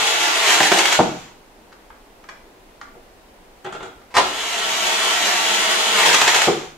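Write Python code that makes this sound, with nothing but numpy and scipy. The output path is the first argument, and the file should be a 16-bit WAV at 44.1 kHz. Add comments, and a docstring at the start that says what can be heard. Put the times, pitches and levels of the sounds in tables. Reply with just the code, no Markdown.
"""Cordless screwdriver on a steel computer case.

A small driver sets two screws in a bare, echoing room. Its gears rattle, whine and slow under load,
the clutch ratchets, and the spindle locks with a knock that booms in the case panels. In between come
faint ticks as the motor runs down, then the next screw ticks on the bit and is tapped into its hole."""
import sys
import numpy as np
from scipy import signal
from scipy.fft import rfft, irfft
from scipy.io import wavfile
from scipy.ndimage import uniform_filter1d

SR = 44100
rng = np.random.default_rng(int(sys.argv[2]) if len(sys.argv) > 2 else 0)


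def to_wav(sig):
    """Store sig (one row per channel, or 1-D mono) as 16-bit WAV at the path in sys.argv[1].

    Samples outside -1..1 are clipped; the rate is SR.
    """
    pcm = np.clip(np.atleast_2d(sig), -1, 1) * 32767
    pcm = np.round(pcm).astype(np.int16)
    wavfile.write(sys.argv[1], SR, pcm.T)  # frames by channels


N = 298557
TIME = np.arange(N) / SR

# one run per screw (trigger on [s], head touches [s], trigger off [s], gear noise [dB],
# rise under load [dB], bass re gear noise [dB], bass change at full load [dB], run-down [s])
MOTOR_RUNS = [(-1.0, .40, .945, -21, 4.5, -1.8, -1.2, .42), (4.18, 5.915, 6.449, -21, 4.5, -1.4, -2.2, .31)]
# gear rattle spectrum (frequency [Hz], density [dB])
GEAR_COLOUR = [(59, -71), (100, -32), (201, -24), (238, -19.5), (438, -7.5), (519, -12.5), (668, -3.5),
               (998, -11.5), (1370, -4.5), (2100, -4), (2930, -3.6), (4660, -12), (7250, -16),
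               (14500, -31.5), (15500, -43)]
# resonances of the tool pressed on the case (frequency [Hz], width [Hz], lift [dB])
HOUSING_PEAKS = [(310, 144, 4.5), (445, 30, 7), (705, 58, 1.5), (785, 33, 4.5), (882.6, 13, 7),
                 (923, 72, 8), (1033, 27, 7.5), (1108, 29, 5), (1370, 32, 2), (2500, 97, -3.5),
                 (3350, 400, 2), (4040, 420, 3), (6780, 1400, 4), (11000, 900, 1.5)]
# hum and gear whine, one list per run (frequency at free speed [Hz], level re gear noise [dB])
WHINE_PARTIALS = [
    [(445, -15), (662, -15), (856, -11), (1160, -12.5), (1384, -9.5), (1480, -13), (2213, -18),
     (2649, -10.5), (3305, -18), (3693, -18)],
    [(210, -22), (648, -13.5), (700, -16), (788, -19), (942, -18), (1133, -11), (1338, -11.5), (1508, -18),
     (1889, -17), (2266, -16), (2864, -14), (3063, -11), (3385, -21)],
]
# gear mesh groan, sinking as each head seats (time [s], pitch [Hz], level re gear noise [dB])
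GROAN_CURVE = [(0, 2700, -14), (.3, 2680, -16), (.40, 2350, -16), (.45, 2020, -11), (.50, 1800, -9),
               (.55, 1700, -9), (.60, 1400, -14), (.67, 1800, -11), (.72, 1620, -13), (.78, 1780, -10),
               (.86, 1300, -12), (.95, 1400, -14), (4.2, 2900, -19), (5.88, 2850, -17), (5.94, 2600, -12),
               (5.99, 2250, -10.5), (6.03, 2130, -9), (6.065, 1880, -6.5), (6.10, 1650, -7),
               (6.13, 1480, -7), (6.16, 1300, -9), (6.25, 1230, -12), (6.45, 1300, -18)]
# lower drone under full load (time [s], pitch [Hz], level re gear noise [dB])
DRONE_CURVE = [(.4, 900, -35), (.5, 880, -15), (.60, 820, -15), (.65, 790, -7), (.70, 830, -10),
               (.76, 830, -6.5), (.83, 880, -15), (.95, 900, -16), (4.2, 900, -45), (5.9, 880, -35),
               (5.98, 900, -11), (6.09, 940, -9), (6.18, 980, -12), (6.23, 920, -7), (6.30, 950, -7.5),
               (6.36, 780, -11), (6.45, 740, -14)]
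# clutch slipping one notch (time [s], level [dB], decay [s], case jolt [dB], gear falter [dB])
CLUTCH_NOTCHES = [(0.603, -10, .008, -2, -4), (.717, -9, 0.008, -2, -7), (.785, -4.5, 0.008, -12, 0),
                  (0.854, -6.5, 0.006, -34, -4), (.924, -5, 0.005, -32, -5), (6.1425, -2, 0.007, -12, 0),
                  (6.213, -6, .012, -16, -3), (6.276, -7, .014, -18, -2), (6.344, -8, 0.012, -20, -3),
                  (6.417, -5.5, 0.005, -21, -3)]
# bit snapping against the screw's slots (time [s], level [dB], decay [s])
BIT_SLIPS = [(.629, -10, .007), (.648, -11, .006), (6.030, -11, .003), (6.058, -8.5, .003),
             (6.128, -9, .011), (6.361, -7, .004)]
# clutch and bit clack spectrum (frequency [Hz], density [dB])
RATCHET_COLOUR = [(100, -36), (400, -12), (800, -3), (1300, -.5), (2500, 0), (3600, -5), (5000, -8.5),
                  (7200, -8), (8500, -17.5), (15000, -36)]
# spectrum of clutch jolts in the case (frequency [Hz], density [dB])
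CASE_JOLT_COLOUR = [(50, -46), (130, -15), (250, -8), (380, 0.5), (520, -9.5), (750, 2.5), (1100, -14),
                    (1800, -12), (5000, -41)]
# motor brush spectrum (frequency [Hz], density [dB])
COAST_COLOUR = [(200, -18), (1200, 0.5), (3300, -3), (5000, -7), (7000, -4), (8200, -15.5), (15000, -26.5)]
# spindle locking (time [s], level [dB], decay [s])
SPINDLE_LOCKS = [(0.989, -1.5, 0.012), (1.001, -5, 0.014), (6.472, -8.5, 0.012), (6.481, -8, 0.016)]
# lock thud spectrum (frequency [Hz], density [dB])
LOCK_COLOUR = [(35, -38), (65, -19), (100, -24), (150, -8.5), (230, -5.5), (300, -7), (405, 4), (520, -7),
               (720, -6), (1000, -8.5), (1400, -19), (2500, -24), (5500, -66)]
# steel panel modes (frequency [Hz], level [dB], T60 [s])
PANEL_MODES = [(155, -1, 0.2), (257, -12, 0.5), (344.5, 2, 0.14), (523, -14, 0.45), (654, -12, 0.37),
               (746, 6, 0.12), (1015, -9, 0.36), (1143, -19, .8), (1310, -18, 0.53), (1360, -8, 0.36)]
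# faint ticks as the motor runs down, then the screw ticking on the bit
# (time [s], level [dB], decay [s], cut-off [Hz])
LIGHT_TICKS = [(1.257, -37, .003, 12900), (1.279, -35, .003, 13000), (1.719, -35, .003, 7000),
               (1.726, -27, 0.0035, 6000), (1.902, -22.5, 0.0035, 1900), (2.239, -30.5, 0.004, 9000),
               (2.288, -20, 0.007, 8500), (2.8125, -20.5, 0.0045, 7000), (4.016, -35, 0.003, 13000)]
# tick spectrum (frequency [Hz], density [dB])
LIGHT_TICK_COLOUR = [(300, -30), (700, -2), (1000, 1), (1350, 1), (2000, -5.5), (3000, -11.5), (4500, -13),
                     (6800, -14.5), (9000, -26), (15000, -28)]
# metallic ring of the ticks (frequency [Hz], width [Hz], lift [dB])
TICK_PEAKS = [(1200, 200, 5), (1405, 60, 6), (1650, 70, 1), (1860, 70, 2), (2085, 70, 5), (2370, 140, 3),
              (3020, 100, 4), (3330, 220, 2)]
# plastic grip shifting (time [s], level [dB], decay [s])
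GRIP_SHIFTS = [(2.938, -41, 0.014), (2.953, -26.5, .006)]
# grip spectrum (frequency [Hz], density [dB])
PLASTIC_COLOUR = [(100, -27), (300, -10), (420, -6), (505, 1), (620, -12), (1000, -21), (4000, -52),
                  (12000, -55)]
# screw tapping round its hole (time [s], level [dB], decay [s], cut-off [Hz])
RIM_TAPS = [(3.643, -28, 0.012, 14000), (3.650, -21, .008, 3000), (3.661, -16.5, 0.007, 3200),
            (3.690, -30, 0.012, 3000), (3.722, -24.5, 0.016, 14000), (3.749, -23, 0.013, 5000),
            (3.803, -25, 0.012, 4000), (3.824, -25.5, 0.016, 9000), (3.856, -33, .012, 7000)]
# tap spectrum (frequency [Hz], density [dB])
RIM_COLOUR = [(50, -31), (90, -14), (170, -11), (260, -14), (380, 4), (560, -11.5), (800, -3.5),
              (1000, -10.5), (1400, -9.5), (2000, -16.5), (2600, -15), (3300, -15.5), (5000, -25),
              (7500, -22), (15000, -52)]
# panel resonances round the hole (frequency [Hz], width [Hz], lift [dB])
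HOLE_PEAKS = [(382, 60, -3), (673, 50, 5.5), (817, 50, 4.5), (1370, 140, 9.5), (1580, 90, 6)]
# bit jumping into the screw head (time [s], level [dB], decay [s])
BIT_CATCHES = [(4.105, -44, 0.048), (4.140, -23, 0.025), (4.150, -14.5, 0.025), (4.166, -3.5, 0.013),
               (4.178, -7.5, 0.018)]
# catch spectrum (frequency [Hz], density [dB])
BIT_COLOUR = [(47, -45), (80, -20), (234, -21), (363, -10), (526, -11), (1040, -2.5), (1290, -16),
              (1380, -2.5), (1470, -21), (1570, -13), (3240, -14.5), (8300, -26.5), (15000, -51)]
# ring of the bit and the panel under it (frequency [Hz], width [Hz], lift [dB])
BIT_PEAKS = [(855, 23, 5.5), (940, 25, -10), (1032, 32, 4), (1210, 25, 6), (1540, 28, 13), (1860, 40, 7),
             (8100, 120, -1)]
# room hush spectrum (frequency [Hz], density [dB])
HUSH_COLOUR = [(12, -26), (20, 0), (38, -6), (59, -12), (157, -22), (180, -14.5), (259, -12), (352, -12),
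               (393, -10), (505, -13), (958, -14.5), (1130, -19.5), (1980, -22.5), (6540, -32.5),
               (15500, -37.5)]
# room decay (frequency [Hz], T60 [s])
ROOM_DECAY = [(100, 0.71), (400, 0.37), (1000, 0.49), (3000, 0.48), (7000, 0.41), (15000, 0.17)]
# diffuse field (frequency [Hz], left-right correlation [-1..1])
STEREO_CORRELATION = [(50, 0.95), (300, 0.79), (700, 0.54), (1300, -0.049), (2600, 0.22), (5000, -0.12),
                      (14000, -0.1)]

FREE_TURNS_PER_S, GEAR_RATIO = 377, 79
SEAT_S, LET_GO_S = .27, .03   # head seating, drive dropping out


def from_db(db):
    """Decibels to gain."""
    return 10 ** (np.asarray(db) / 20)


def rms_one(x):
    """Scale to unit rms."""
    return x / np.sqrt(np.mean(x ** 2) + 1e-20)


def at_hz(points, hz):
    """Read a table on a log-frequency axis."""
    f, value = np.transpose(points)
    return np.interp(np.log(hz + 1), np.log(f), value)


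def ramp(start_s, length_s):
    """Linear rise from 0 to 1."""
    return np.clip((TIME - start_s) / length_s, 0, 1)


def since(s):
    """Seconds since a moment, 0 before it."""
    return np.maximum(TIME - s, 0)


def drift(rate_hz):
    """Random wander of unit rms."""
    knots = rng.standard_normal(4096)
    return rms_one(np.interp(TIME * rate_hz, np.arange(len(knots)), knots))


def low_pass(x, hz):
    """Second-order Butterworth low-pass."""
    return signal.sosfilt(signal.butter(2, min(hz, .45 * SR), fs=SR, output="sos"), x + 1e-18)


def body(x, colour, peaks=(), size=8192):
    """Minimum-phase filter of unit power: broad colour plus resonances."""
    hz = np.arange(size // 2 + 1) * SR / size
    db = at_hz(colour, hz) + sum(lift / (1 + (2 * (hz - f) / width) ** 2) for f, width, lift in peaks)
    cepstrum = irfft(np.log(from_db(db)))
    cepstrum[1:size // 2] *= 2
    cepstrum[size // 2 + 1:] = 0
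    response = irfft(np.exp(rfft(cepstrum)))
    return signal.fftconvolve(x, response / np.linalg.norm(response))[:N]


def chatter(contacts, grain_db, rise_s=.00044):
    """Each contact is a burst of tiny impacts: fast rise, exponential decay."""
    out, t = np.zeros(N), np.arange(SR // 8) / SR
    for s, db, decay_s, *_ in contacts:
        impacts = rms_one(rng.standard_normal(len(t)) * from_db(grain_db * rng.standard_normal(len(t))))
        envelope = from_db(db) * np.exp(-t / decay_s) * (1 - np.exp(-t / rise_s))
        start = round(s * SR)
        out[start:start + len(t)] += (impacts * envelope)[:N - start]
    return out


def rotor_speed(spin_up_s=.03, sag_share=.34):
    """Turns per second: quick spin-up, sag as the head seats, linear run-down."""
    share = 0
    for start, touch, stop, *_, run_down_s in MOTOR_RUNS:
        spin_up = 1 - np.exp(-since(start) / spin_up_s)
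        share += spin_up * (1 - sag_share * ramp(touch, SEAT_S)) * (1 - ramp(stop, run_down_s))
    return FREE_TURNS_PER_S * share


def screw_load(ease_per_s=1.1):
    """Torque, 0-1: builds as the head seats, eases as the clutch gives, ends when the rotor halts."""
    load = 0
    for _, touch, stop, *_, run_down_s in MOTOR_RUNS:
        torque = np.clip(ramp(touch, SEAT_S) - ease_per_s * since(touch + SEAT_S), 0, 1)
        load += torque * (TIME < stop + run_down_s)
    return load


def effort(start, touch, stop, strain_db, loose_db=-11, bite_s=1.134, wobble_db=.5, swell_at_s=.044):
    """Gear gain over a run: rises as the thread bites and the head seats; the bit runs out of true."""
    loose = (1 - ramp(start, bite_s)) ** 2
    wobble = np.cos(2 * np.pi * (TIME - swell_at_s) * FREE_TURNS_PER_S / GEAR_RATIO)
    db = loose_db * loose + wobble_db * wobble + strain_db * ramp(touch, .31 * SEAT_S)
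    return from_db(db) * ramp(start, length_s=.022) * (1 - ramp(stop, LET_GO_S))


def tooth_impacts(turns, uneven_db, teeth=9):
    """Pinion teeth strike in turn, each with its own weight plus a random part from backlash."""
    tooth = np.floor(turns * teeth).astype(int)
    weight_db = 1.3 * rng.standard_normal(teeth)[tooth % teeth] + uneven_db * rng.standard_normal(N)
    polarity = np.sign(rng.standard_normal(N) + .2)
    return rms_one(np.diff(tooth, prepend=0) * from_db(weight_db) * polarity)


def gear_rattle(turns, rub_db=-4, backlash_db=1.3):
    """Tooth impacts and sliding friction ring the housing; returns bass, middle, treble."""
    rub = from_db(rub_db) * rng.standard_normal(N)
    backlash = from_db(backlash_db * drift(190))
    force = backlash * rms_one(tooth_impacts(turns, uneven_db=3) + rub)
    rattle = body(force, GEAR_COLOUR, HOUSING_PEAKS)
    bass = signal.sosfiltfilt(signal.butter(2, 620, fs=SR, output="sos"), rattle)
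    treble = signal.sosfiltfilt(signal.butter(2, 4300, "high", fs=SR, output="sos"), rattle)
    return bass, rattle - bass - treble, treble


def whine(partials, turns, speed, flutter_db=3, waver_rad=.8):
    """Rotor and gear tones: follow the speed, waver singly, fade as the rotor slows."""
    rad_per_hz = 2 * np.pi * turns / FREE_TURNS_PER_S
    tones = sum(from_db(db + flutter_db * drift(11)) * np.sin(hz * rad_per_hz + waver_rad * drift(45))
                for hz, db in partials)
    return (speed / FREE_TURNS_PER_S) ** 2 * tones


def groan(curve, waver_share, flutter_db=4):
    """Gear mesh under strain: a rough gliding tone, shaking in pitch and level."""
    s, hz, db = np.transpose(curve)
    phase = 2 * np.pi * np.cumsum(np.interp(TIME, s, hz) * (1 + waver_share * drift(260))) / SR
    return from_db(np.interp(TIME, s, db)) * rms_one(from_db(flutter_db * drift(170)) * np.sin(phase))


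def motor(turns, speed, load, treble_db=2.8, load_treble_db=1.3):
    """Geared drive: rattle that brightens under load, and mesh tones; returned apart."""
    bass, middle, treble = gear_rattle(turns)
    relief = unloading()
    strain = (groan(GROAN_CURVE, waver_share=.05) + groan(DRONE_CURVE, waver_share=.075)) * relief ** .5
    upper = middle + from_db(treble_db + load_treble_db * load) * treble
    gears, tones = 0, 0
    for run, partials in zip(MOTOR_RUNS, WHINE_PARTIALS):
        start, touch, stop, db, strain_db, bass_db, load_bass_db, _ = run
        level = from_db(db) * effort(start, touch, stop, strain_db)
        gears += level * (upper + from_db(bass_db + load_bass_db * load) * bass)
        tones += level * (whine(partials, turns, speed) + strain)
    return gears * relief, tones


def unloading(dip_db=-2, lag_s=.02, slip_s=.05, lead_s=.023, falter_s=.018):
    """Gear gain: falters as the clutch climbs each notch, dips while it slips."""
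    slipping = np.max([np.exp(-((TIME - s - lag_s) / slip_s) ** 2) for s, *_ in CLUTCH_NOTCHES], axis=0)
    falter_db = sum(db * np.exp(-((TIME - s + lead_s) / falter_s) ** 2) for s, *_, db in CLUTCH_NOTCHES)
    return from_db(dip_db * slipping + falter_db)


def ratchet(gain_db=.8):
    """The clutch clacks over its notches; the bit snaps against the screw's slots."""
    clacks = chatter(CLUTCH_NOTCHES + BIT_SLIPS, grain_db=2.5, rise_s=.001)
    return from_db(gain_db) * body(clacks, RATCHET_COLOUR)


def clutch_jolts(gain_db=-1):
    """Each notch raps the case through the bit."""
    jolts = [(s, jolt_db, decay_s) for s, _, decay_s, jolt_db, _ in CLUTCH_NOTCHES]
    return from_db(gain_db) * body(chatter(jolts, grain_db=1.5), CASE_JOLT_COLOUR)


def coasting(turns, start_db=-30.8, fall_db_per_s=38, halt_s=.12):
    """Brushes whisper on the commutator as the rotor runs down."""
    level = 0
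    for _, _, stop, *_, run_down_s in MOTOR_RUNS:
        gate = ramp(stop - LET_GO_S, LET_GO_S) * (1 - ramp(stop + run_down_s - halt_s, halt_s))
        level += gate * from_db(start_db - fall_db_per_s * since(stop))
    return level * body(tooth_impacts(turns, uneven_db=2) + .34 * rng.standard_normal(N), COAST_COLOUR)


def case_boom(blows, spread_db=1.9):
    """Each blow rings every panel mode with its own strength."""
    out, at = np.zeros(N), [round(s * SR) for s, *_ in blows]
    for hz, mode_db, t60_s in PANEL_MODES:
        clicks = np.zeros(N) + 1e-18
        clicks[at] = from_db(np.array(blows)[:, 1] + mode_db + rng.normal(0, spread_db, len(at)))
        r, w = from_db(-60 / (t60_s * SR)), 2 * np.pi * hz / SR   # pole radius, angle
        out += rng.choice([-1, 1]) * signal.lfilter([0, np.sin(w)], [1, -2 * r * np.cos(w), r * r], clicks)
    return out


def spindle_lock(boom_db=-24):
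    """The spindle locks with a thud that sets the panels booming."""
    thud = low_pass(body(chatter(SPINDLE_LOCKS, grain_db=1.5), LOCK_COLOUR), hz=1700)
    return thud + from_db(boom_db) * case_boom(SPINDLE_LOCKS)


def light_ticks(gain_db=-2.8):
    """Faint ticks as the motor runs down, then the screw ticking on the bit."""
    ticks = sum(low_pass(chatter([row], grain_db=3, rise_s=.0007), hz=row[-1]) for row in LIGHT_TICKS)
    return from_db(gain_db) * body(ticks, LIGHT_TICK_COLOUR, TICK_PEAKS)


def grip_shift():
    """The plastic grip shifts in the hand."""
    return body(chatter(GRIP_SHIFTS, grain_db=3, rise_s=.0015), PLASTIC_COLOUR)


def rim_taps(gain_db=.7):
    """The screw taps round the rim of its hole and drops in."""
    taps = sum(low_pass(chatter([row], grain_db=5.5, rise_s=.0019), hz=row[-1]) for row in RIM_TAPS)
    return from_db(gain_db) * body(taps, RIM_COLOUR, HOLE_PEAKS)


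def bit_catch(gain_db=.7):
    """The bit jumps into the screw head as the motor starts."""
    return from_db(gain_db) * body(chatter(BIT_CATCHES, grain_db=1.5, rise_s=.00098), BIT_COLOUR, BIT_PEAKS)


def diffuse(size):
    """Stereo noise from all around: alike in the bass, unrelated in the treble."""
    mid, side = rfft(rng.standard_normal((2, size)))
    alike = np.clip(at_hz(STEREO_CORRELATION, np.arange(len(mid)) * SR / size), -1, 1)
    return irfft(np.sqrt(1 + alike) * mid + np.sqrt(1 - alike) * side * [[1], [-1]], size)


def room_response(early_s=.0048, size=32768):
    """Quick reflections in the case, then the room's tail, dying band by band."""
    t, hz = np.arange(size) / SR, np.arange(size // 2 + 1) * SR / size
    noise, centres_hz = rfft(diffuse(size)), np.geomspace(100, 15000, 8)
    tail = 0
    for centre, share in zip(centres_hz, np.eye(len(centres_hz))):
        band = irfft(noise * at_hz(np.c_[centres_hz, share], hz))
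        tail += band * from_db(-60 * t / at_hz(ROOM_DECAY, centre))
    tail *= 1 + np.exp(-t / early_s)
    return rms_one(tail) / np.sqrt(size)


def in_room(x, room, direct_db):
    """Direct sound plus reflections, equalised to add no broad colour."""
    paths = rfft(room) + from_db(direct_db)
    paths /= np.sqrt(uniform_filter1d(np.mean(abs(paths) ** 2, axis=0), size=56))
    response = irfft(paths)[:, :room.shape[1] * 3 // 4]
    lead = SR // 4   # the room already rings at the start
    padded = np.pad(x, (lead, 0), "reflect")
    return signal.fftconvolve(padded[None], response, axes=1)[:, lead:lead + N]


def swaying(x, room_a, room_b, open_db=-4.8, shaded_db=-25):
    """Hands move over the tool: its sound shifts between an open and a shaded path."""
    angle = drift(4) + np.pi / 4
    return in_room(x * np.cos(angle), room_a, open_db) + in_room(x * np.sin(angle), room_b, shaded_db)


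def scene(hush_db=-51):
    """Tool, case and small parts on two sets of paths through one room, over its steady hush."""
    room_a, room_b = room_response(), room_response()
    speed = rotor_speed() * (1 + .0055 * drift(25))
    turns = np.cumsum(speed) / SR
    gears, tones = motor(turns, speed, screw_load())
    tool = swaying(gears + coasting(turns), room_a, room_b) + in_room(tones, room_a, direct_db=1.5)
    clutch = in_room(ratchet(), room_b, direct_db=-.5)
    catch = in_room(bit_catch(), room_a, direct_db=-1)
    knocks = in_room(clutch_jolts() + spindle_lock(), room_a, direct_db=3.5)
    handling = in_room(grip_shift() + rim_taps(), room_b, direct_db=-3)
    ticks = in_room(light_ticks(), room_b, direct_db=-2.5)
    hush = from_db(hush_db) * np.array([body(side, HUSH_COLOUR) for side in diffuse(N)])
    return tool + clutch + catch + knocks + handling + ticks + hush


def record(dry, cutoff_hz=15600):
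    """Soft clip, then a steep low-pass."""
    rounded = dry / (1 + dry ** 8) ** (1 / 8)
    return signal.sosfilt(signal.ellip(10, .1, 80, cutoff_hz, fs=SR, output="sos"), rounded)


dry = scene()
out = record(dry)
to_wav(out)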